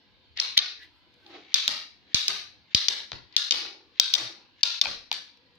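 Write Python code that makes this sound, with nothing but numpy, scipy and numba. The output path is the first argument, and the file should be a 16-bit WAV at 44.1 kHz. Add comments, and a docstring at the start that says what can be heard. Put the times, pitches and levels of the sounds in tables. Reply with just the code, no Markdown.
"""Toy pistol and card targets

A hollow plastic pistol is cocked, then fired six times close to a phone in a bare tiled room; the trigger clacks
back after each shot and light card targets land. Blows are damped modes plus a crack, each with a diffuse room tail;
puffs are decaying swings; creaks, squeaks, scrapes, rumble and room background are coloured noise.
The phone's gain control ducks under loud clacks, then lets go, so that the echo stands out as a rasp."""
import sys
import numpy as np
from scipy import signal
from scipy.fft import rfft, irfft, next_fast_len
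from scipy.io import wavfile
from scipy.ndimage import uniform_filter1d, map_coordinates
from numba import njit

SR = 44100
rng = np.random.default_rng(int(sys.argv[2]) if len(sys.argv) > 2 else 0)


def unload_wav(signal):
    """Save mono or channel-first audio to the path in sys.argv[1] as 16-bit WAV at rate SR, clipped to [-1, 1]."""
    wavfile.write(
        sys.argv[1],
        SR,
        np.round(np.clip(np.atleast_2d(signal).T, -1, 1) * 32767).astype(np.int16),
    )


def decibels_to_gain(level_db):
    """Convert a level in decibels to a linear amplitude gain (20 dB per decade)."""
    exponent = np.asarray(level_db, float) / 20
    return 10 ** exponent


N = 246078  # length of the scene in samples
SIZE = 2 ** 15  # length of one blow with its room tail in samples

# Blows of the pistol: slide back and home, shots, trigger springing back, small catches in the mechanism.
# Each row: start in seconds, nominal energy level in dB, treble in dB, second knock in dB re the first, room in dB
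# re the blow.
COCKING = [(.3996, 16, 1, -25, -4.5), (.5768, 28.5, -9, -1, -15)]
SHOTS = [(1.5423, 26.5, 1, -28, -6.5), (2.1449, 25.5, 5, -19.5, -5), (2.7473, 31.5, 0, -32, -11),
         (3.3649, 25, 4, -14, -8.5), (3.9982, 25.5, 2.5, -29.5, -7), (4.6320, 28.5, 1, -28, -10)]
TRIGGER_RETURNS = [(1.6787, 17, 6.2, -23, -4.5), (2.2813, 17.5, 8, -30, -4.5),
                   (2.8839, 24, 4.5, -33, -12.5), (3.5090, 23.5, 2.9, -3, -8), (4.1381, 21, 6, 0, -7.5),
                   (4.8136, 25.5, 4.7, -19, -13)]
CATCHES = [(.3737, -7, -16, -14, -4), (.5740, 10, 0, -13, -14), (1.2641, -24, -22, -12, -9),
           (2.907, 2, -8, -14, -14), (3.3254, -27, -19, -12, -8), (4.6090, -29, 6, -12, -10)]
# Card targets landing, each on its own face or edge. Each row: the five columns above, then the spectral slope
# below 4 kHz in dB per octave.
TARGET_FALLS = [(3.0024, -12.5, -10, -12, -12, 0), (3.1182, -7, -6, -5, -1, -1.2),
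                (3.6510, -16.5, -8.5, -10, -9.5, -.4), (4.8558, 6.5, -20, -5, -9, -1.6),
                (5.1153, 3.5, -5, -14, -2, 3.6), (5.1276, 3, 10, -14, -8, 7),
                (5.2777, -30, -12, -10, -10, 3)]
# The same slope for the four kinds of pistol blow, in dB per octave.
COCKING_SLOPE_DB, SHOT_SLOPE_DB, RETURN_SLOPE_DB, CATCH_SLOPE_DB = 5.5, 7.5, 3.5, 2.5
# Puffs of air that reach the microphones. Each row: start in seconds, nominal level in dB.
PUFFS = [(0.576, -30), (1.5424, -31), (2.1454, -9.5), (2.7475, -2), (4.631, -30.5)]
# Modes of the plastic shell and of the card. Each row: nominal frequency in Hz, nominal level in dB,
# 60 dB decay time in seconds.
PLASTIC_MODES = [(1000, -25, .009), (1600, -19, .009), (2450, -11, .012), (3150, -8, .011),
                 (3660, -1, .016), (4300, -5, .011), (4780, -2, .014), (5550, -6, .011), (6100, -8, .011)]
CARD_MODES = [(900, -15, .016), (1500, -14, .01), (2450, -5, .012), (3200, -4, .011), (3800, 0, .013),
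              (4600, -4, .011)]
# Colour of the crack at contact. Each row: frequency in Hz, relative level in dB.
CRACK_COLOUR = [(300, -20.5), (1500, -14.5), (4000, 13.5), (6500, -1.5), (8500, -29), (12000, -24.5),
                (15300, -20), (16500, -43)]
# Reverberation of the tiles. Each row: frequency in Hz, 60 dB decay time in seconds, relative level in dB.
TILES = [(200, 0.38, -9), (1060, 0.35, -7.5), (2500, 0.43, -8.5), (3180, 0.36, -5), (3666, 0.34, 0),
         (3980, 0.43, -4), (4630, 0.37, -3.5), (5300, 0.39, -11.5), (5950, 0.37, -14.5), (7400, 0.3, -30),
         (10100, 0.32, -40), (15000, 0.32, -47), (15700, 0.34, -70)]
# The action sweeps along the row of targets. Each row: time in seconds, left over right in dB,
# lag of the left in milliseconds.
SWEEP = [(.4, 2.5, 0.091), (2.3, 2, .1), (2.8, 3.5, .03), (3.4, 5.5, -0.078), (4.1, 7.5, -.14),
         (4.7, 5, -0.023), (5.1, 6, 0.058)]
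# Swells of creak, rumble and scrape. Each row: peak in seconds, nominal peak level in dB, time to rise 20 dB
# in seconds, time to fall 20 dB in seconds.
CREAKS = [(1.345, -46, .1, .2), (3.52, -47, .01, .3), (3.66, -52, .1, .15), (4.15, -44, .01, 0.05),
          (4.22, -46, .06, 0.23)]
RUMBLES = [(4.255, -54, 0.13, 0.095)]
SCRAPES = [(.373, -42, .012, .04), (.394, -26, .016, 0.012), (.574, -16, .008, .003), (.834, -50, .05, .05),
           (1.35, -57, .18, .7)]
# Thin squeaks. Each row: the four columns of a swell, then pitch in Hz, width in Hz.
SQUEAKS = [(.832, -50, .06, .06, 1850, 200), (.97, -72, .15, .15, 1350, 30),
           (1.25, -70, .25, .06, 1550, 30), (1.27, -61, .015, .1, 815, 40)]
# Colours of the creak, the rumble, the scrape, the room background and the hiss of the electronics.
# Each row: frequency in Hz, relative level in dB (per Hz).
CREAK_COLOUR = [(100, -40), (250, -10.5), (320, 3), (450, -9.5), (700, -12), (810, 1), (950, -17),
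                (1200, -8.5), (1600, -15), (4000, -11), (6500, -31), (9000, -67)]
RUMBLE_COLOUR = [(40, -26.5), (80, -6.5), (125, 22.5), (220, -8), (400, -33)]
SCRAPE_COLOUR = [(700, -38), (1500, -11), (1900, 0.5), (2400, -2.5), (3900, -1), (5200, -13.5), (7000, -26),
                 (9000, -63)]
FLOOR_COLOUR = [(12, -29.5), (20, -21.5), (74, 6.5), (146, -5.5), (285, -0.5), (446, -7.5), (485, -3.5),
                (590, -13.5), (1000, -8), (1370, -16), (1710, -7.5), (2020, -50.5), (4420, -41.5),
                (6180, -59.5), (16000, -36)]
HISS_COLOUR = [(800, -39.5), (2000, -8.5), (4300, -3.5), (6000, -26), (9000, -47.5)]
# Room background at the two ears. Each row: frequency in Hz, left-right likeness (limited to -1..1 in use).
FLOOR_LIKENESS = [(60, -0.66), (240, 0.86), (950, 0.83), (3770, -1.4), (15000, 0.02)]


def pistol():
    """Impact excitation: every part that strikes the hollow shell rings its modes; puffs of air are added."""
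    kinds = [(COCKING, COCKING_SLOPE_DB), (SHOTS, SHOT_SLOPE_DB),
             (TRIGGER_RETURNS, RETURN_SLOPE_DB), (CATCHES, CATCH_SLOPE_DB)]
    rows = [(*row, slope_db) for table, slope_db in kinds for row in table]
    return blows(rows, PLASTIC_MODES, crack_db=5, chatter_s=0.0011) + puffs()


def puffs():
    """Damped oscillation: a quick pull and a slower push of air on both membranes, the swing slowing as it dies."""
    out, t = np.zeros(N), np.arange(SR // 10) / SR
    turns = 70 * t + .5 * (1 - np.exp(-t / .0015))  # phase in cycles, settling to 70 Hz
    for s, db in PUFFS:
        out[round(s * SR):][:len(t)] -= decibels_to_gain(db - 60 * t / .035) * np.sin(2 * np.pi * turns)
    return out * decibels_to_gain([[.5], [-.5]])


def targets():
    """Impact excitation: light card lands and rings briefly, with a shorter chatter than the pistol."""
    return blows(TARGET_FALLS, CARD_MODES, crack_db=3.5, chatter_s=0.00053)


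def blows(rows, modes, crack_db, chatter_s):
    """Superposition: each blow chatters, rings the modes, cracks, may knock again, and fills the room."""
    out, t, hz = np.zeros((2, N + SIZE)), np.arange(2048) / SR, np.fft.rfftfreq(SIZE, 1 / SR)
    crack_colour = causal(along(CRACK_COLOUR, hz))
    room_colour = decibels_to_gain(along(TILES, hz, column=2))
    octaves = np.log2(np.clip(hz, 100, 4000) / 4000)  # zero from 4 kHz up, negative below
    thin_db = -12 * np.log2(np.clip(700 / (hz + 20), 1, None))  # a small object sends out no bass
    again_s = .0126  # the second knock is a little duller
    lead_s = .0003  # room for either ear to come first
    when, *place = np.transpose(SWEEP)
    for s, db, treble_db, again_db, room_db, slope_db in rows:
        pan_db, lag_ms = (np.interp(s, when, column) for column in place)
        ring = ringing(modes, t)
        crack = decibels_to_gain(crack_db - 60 * t / .004) * rng.standard_normal((2, len(t)))
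        tone_db = slope_db * octaves + treble_db * np.clip(hz / 4200 - 1, 0, 1)
        source = rfft(ring, SIZE) * chatter(chatter_s, hz) + rfft(crack, SIZE) * crack_colour
        blow = source * causal(tone_db - 4 * octaves + thin_db)
        blow = blow / np.sqrt(np.mean(np.abs(blow) ** 2, axis=1, keepdims=True))
        lags = np.array([delay(lead_s + lag_ms / 2000, hz), delay(lead_s - lag_ms / 2000, hz)])
        ears = decibels_to_gain([[pan_db / 2], [-pan_db / 2]]) * lags
        again = decibels_to_gain(again_db) * delay(again_s, hz) / (1 + (hz / 9000) ** 2)
        room = decibels_to_gain(room_db) * room_tail(room_colour * decibels_to_gain(tone_db) * banded(hz))
        sound = blow * ears * (1 + again) + room
        out[:, round((s - lead_s) * SR):][:, :SIZE] += decibels_to_gain(db) * irfft(sound, SIZE)
    return out[:, :N]


def ringing(modes, t):
    """Modal synthesis: a sum of damped sines, slightly different in pitch at each blow and in level at each ear."""
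    ring = 0
    for hz, db, t60 in modes:
        decay = decibels_to_gain(db + rng.normal(0, 2.7, (2, 1)) - 60 * t / t60)
        ring = ring + decay * np.sin(2 * np.pi * hz * rng.normal(1, 0.011) * t)
    return ring * (1 - np.exp(-t / .0009))  # soft onset


def chatter(spacing_s, hz):
    """Repeated contact: three rebounds of random sign follow, the first as strong as the touch, the next two weaker."""
    rebounds = [decibels_to_gain(-2 * k) * rng.choice([-1, 1]) * delay(spacing_s * (k + rng.random()), hz) for k in range(3)]
    return 1 + sum(rebounds)


def room_tail(gain):
    """Diffuse reverberation: a fresh tail per ear starts after the first walls; each frequency dies at its own speed."""
    f, t, z = signal.stft(rng.standard_normal((2, SIZE - 4096)), SR, nperseg=256)
    decay = decibels_to_gain(-60 * t / along(TILES, f)[:, None])
    tail = signal.istft(z * decay, SR, nperseg=256)[1][:, :SIZE - 4096]
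    t = np.arange(tail.shape[1]) / SR
    tail = tail * np.clip((t - .006) / 0.0036, 0, 1)
    flutter = map_coordinates(rng.standard_normal(400), [t * 300])  # early reflections arrive in clumps
    tail = tail * decibels_to_gain(2.6 * flutter * np.exp(-t / .1))
    tail[1] = 0.13 * tail[0] + 0.97 * tail[1]  # the ports are close, so the tails are partly alike
    return unit(rfft(tail, SIZE) * gain) * decibels_to_gain([[1.5], [-1.5]])


def banded(hz):
    """Uneven bands: a random gain with a new value every 90 Hz makes each tail streaky."""
    return decibels_to_gain(3.5 * map_coordinates(rng.standard_normal(500), [np.minimum(hz / 90, 498)]))


def causal(gain_db):
    """Minimum phase: the folded cepstrum gives this gain a response with nothing before the blow."""
    cepstrum = irfft(np.log(decibels_to_gain(gain_db)), SIZE)
    cepstrum[1:SIZE // 2] *= 2
    cepstrum[SIZE // 2 + 1:] = 0
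    return np.exp(rfft(cepstrum))


def delay(s, hz):
    """Shift theorem: a delay in seconds is a phase that grows with frequency."""
    return np.exp(-2j * np.pi * hz * s)


def handling():
    """Friction: seat and arm shift with a low creak and a rumble; slide and trigger scrape as they travel."""
    creak = grainy(noise(CREAK_COLOUR, [(300, 0.91), (3000, 0.17)]), rate=79, depth_db=2.0)
    rumble = noise(RUMBLE_COLOUR, [(100, 0.83)]) * decibels_to_gain([[3], [-3]])
    scrape = grainy(noise(SCRAPE_COLOUR, [(2000, 0.36)]), rate=220, depth_db=2.2) * decibels_to_gain([[3], [0]])
    # the trigger scrapes louder up to 9 ms before each shot
    pulls = [(s - .009, -52.5, .06, .004) for s, *_ in SHOTS]
    moving = swells(CREAKS) * creak + swells(RUMBLES) * rumble + swells([*SCRAPES, *pulls]) * scrape
    return moving + squeaks()


def squeaks():
    """Narrow-band noise: each squeak is a thin band around a pitch that swells and fades."""
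    out = np.zeros((2, N))
    for *swell, hz, width_hz in SQUEAKS:
        band = [(hz - 3 * width_hz, -40), (hz - width_hz / 2, 0), (hz + width_hz / 2, 0), (hz + 3 * width_hz, -40)]
        out += swells([swell]) * noise(band, [(hz, .6)])
    return out


def grainy(x, rate, depth_db):
    """Stick and slip: the level wanders unevenly through about rate random values a second."""
    level_db = depth_db * map_coordinates(rng.standard_normal(4000), [np.arange(N) / SR * rate])
    return unit(x * decibels_to_gain(level_db))


def swells(rows):
    """Exponential envelope: the gain of swells that rise and fall steadily in dB."""
    t = np.arange(N) / SR
    return sum(decibels_to_gain(db - 20 * np.maximum((s - t) / rise, (t - s) / fall)) for s, db, rise, fall in rows)


def room_background():
    """Stationary noise: the quiet hum of the room, a little stronger on the left."""
    return decibels_to_gain(-66.5) * noise(FLOOR_COLOUR, FLOOR_LIKENESS) * decibels_to_gain([[1.2], [-1.2]])


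def noise(spectrum, alike):
    """Filtered noise: stereo of rms 1 with a colour, a left-right likeness and narrow streaks that come and go."""
    z = signal.stft(rng.standard_normal((2, N)), nperseg=1024)[2]
    field = uniform_filter1d(rng.standard_normal(z.shape[1:]), size=2, axis=0)
    field = uniform_filter1d(field, size=14, axis=1)
    streaked = signal.istft(z * decibels_to_gain(3.2 * unit(field)), nperseg=1024)[1][:, :N]
    size = next_fast_len(N)
    hz = np.fft.rfftfreq(size, 1 / SR)
    # the balance of mid and side sets the correlation of the ears
    turn = np.arccos(np.clip(along(alike, hz), -1, 1)) / 2
    mid, side = rfft(streaked, size) * decibels_to_gain(along(spectrum, hz)) * [np.cos(turn), np.sin(turn)]
    return unit(irfft(np.array([mid + side, mid - side]), size)[:, :N])


def along(points, hz, column=1):
    """Logarithmic frequency scale: interpolates a column of (Hz, values) points."""
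    table = np.transpose(points)
    return np.interp(np.log(hz + 1), np.log(table[0] + 1), table[column])


def unit(x):
    """Normalisation: scales to rms 1."""
    return x / np.sqrt(np.mean(np.abs(x) ** 2) + 1e-20)


def scene():
    """Superposition of pistol, targets, handling and room background."""
    return pistol() + targets() + handling() + room_background()


@njit
def glide(goal_db, attack, release):
    """First-order smoothing: the cut approaches its goal, with one rate for rising and one for falling."""
    out = goal_db.copy()
    for i in range(1, len(out)):
        rate = attack if goal_db[i] > out[i - 1] else release
        out[i] = out[i - 1] + (goal_db[i] - out[i - 1]) * rate
    return out


def gain_control(x):
    """Compression: one cut per 20 ms block from the power in all of it, so it ducks ahead of a late clack."""
    block = (np.arange(N) + round(.005 * SR)) // round(.02 * SR)
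    power = np.bincount(block, np.mean(x ** 2, axis=0)) / np.bincount(block)
    goal_db = 0.5 * np.maximum(10 * np.log10(power + 1e-12) + 36, 0)  # half the excess over -36 dB
    attack_s, release_s = 0.005, 0.0034
    return x * decibels_to_gain(-glide(goal_db[block], 1 / (attack_s * SR), 1 / (release_s * SR)))


def top_cut(x):
    """Nothing passes above the cut-off."""
    return signal.sosfilt(signal.butter(12, 16410, fs=SR, output="sos"), x)


def record(dry):
    """Signal chain of the phone: gain control, hiss of the electronics, soft clipping and a band limit."""
    x = gain_control(dry)
    x = x + decibels_to_gain(-65.0) * noise(HISS_COLOUR, [(3000, 0.14)])
    x = x / (1 + np.abs(x) ** 8) ** (1 / 8)
    x = signal.sosfilt(signal.butter(8, 15800, fs=SR, output='sos'), x)
    return top_cut(x)


dry = scene()
out = record(dry)
unload_wav(out)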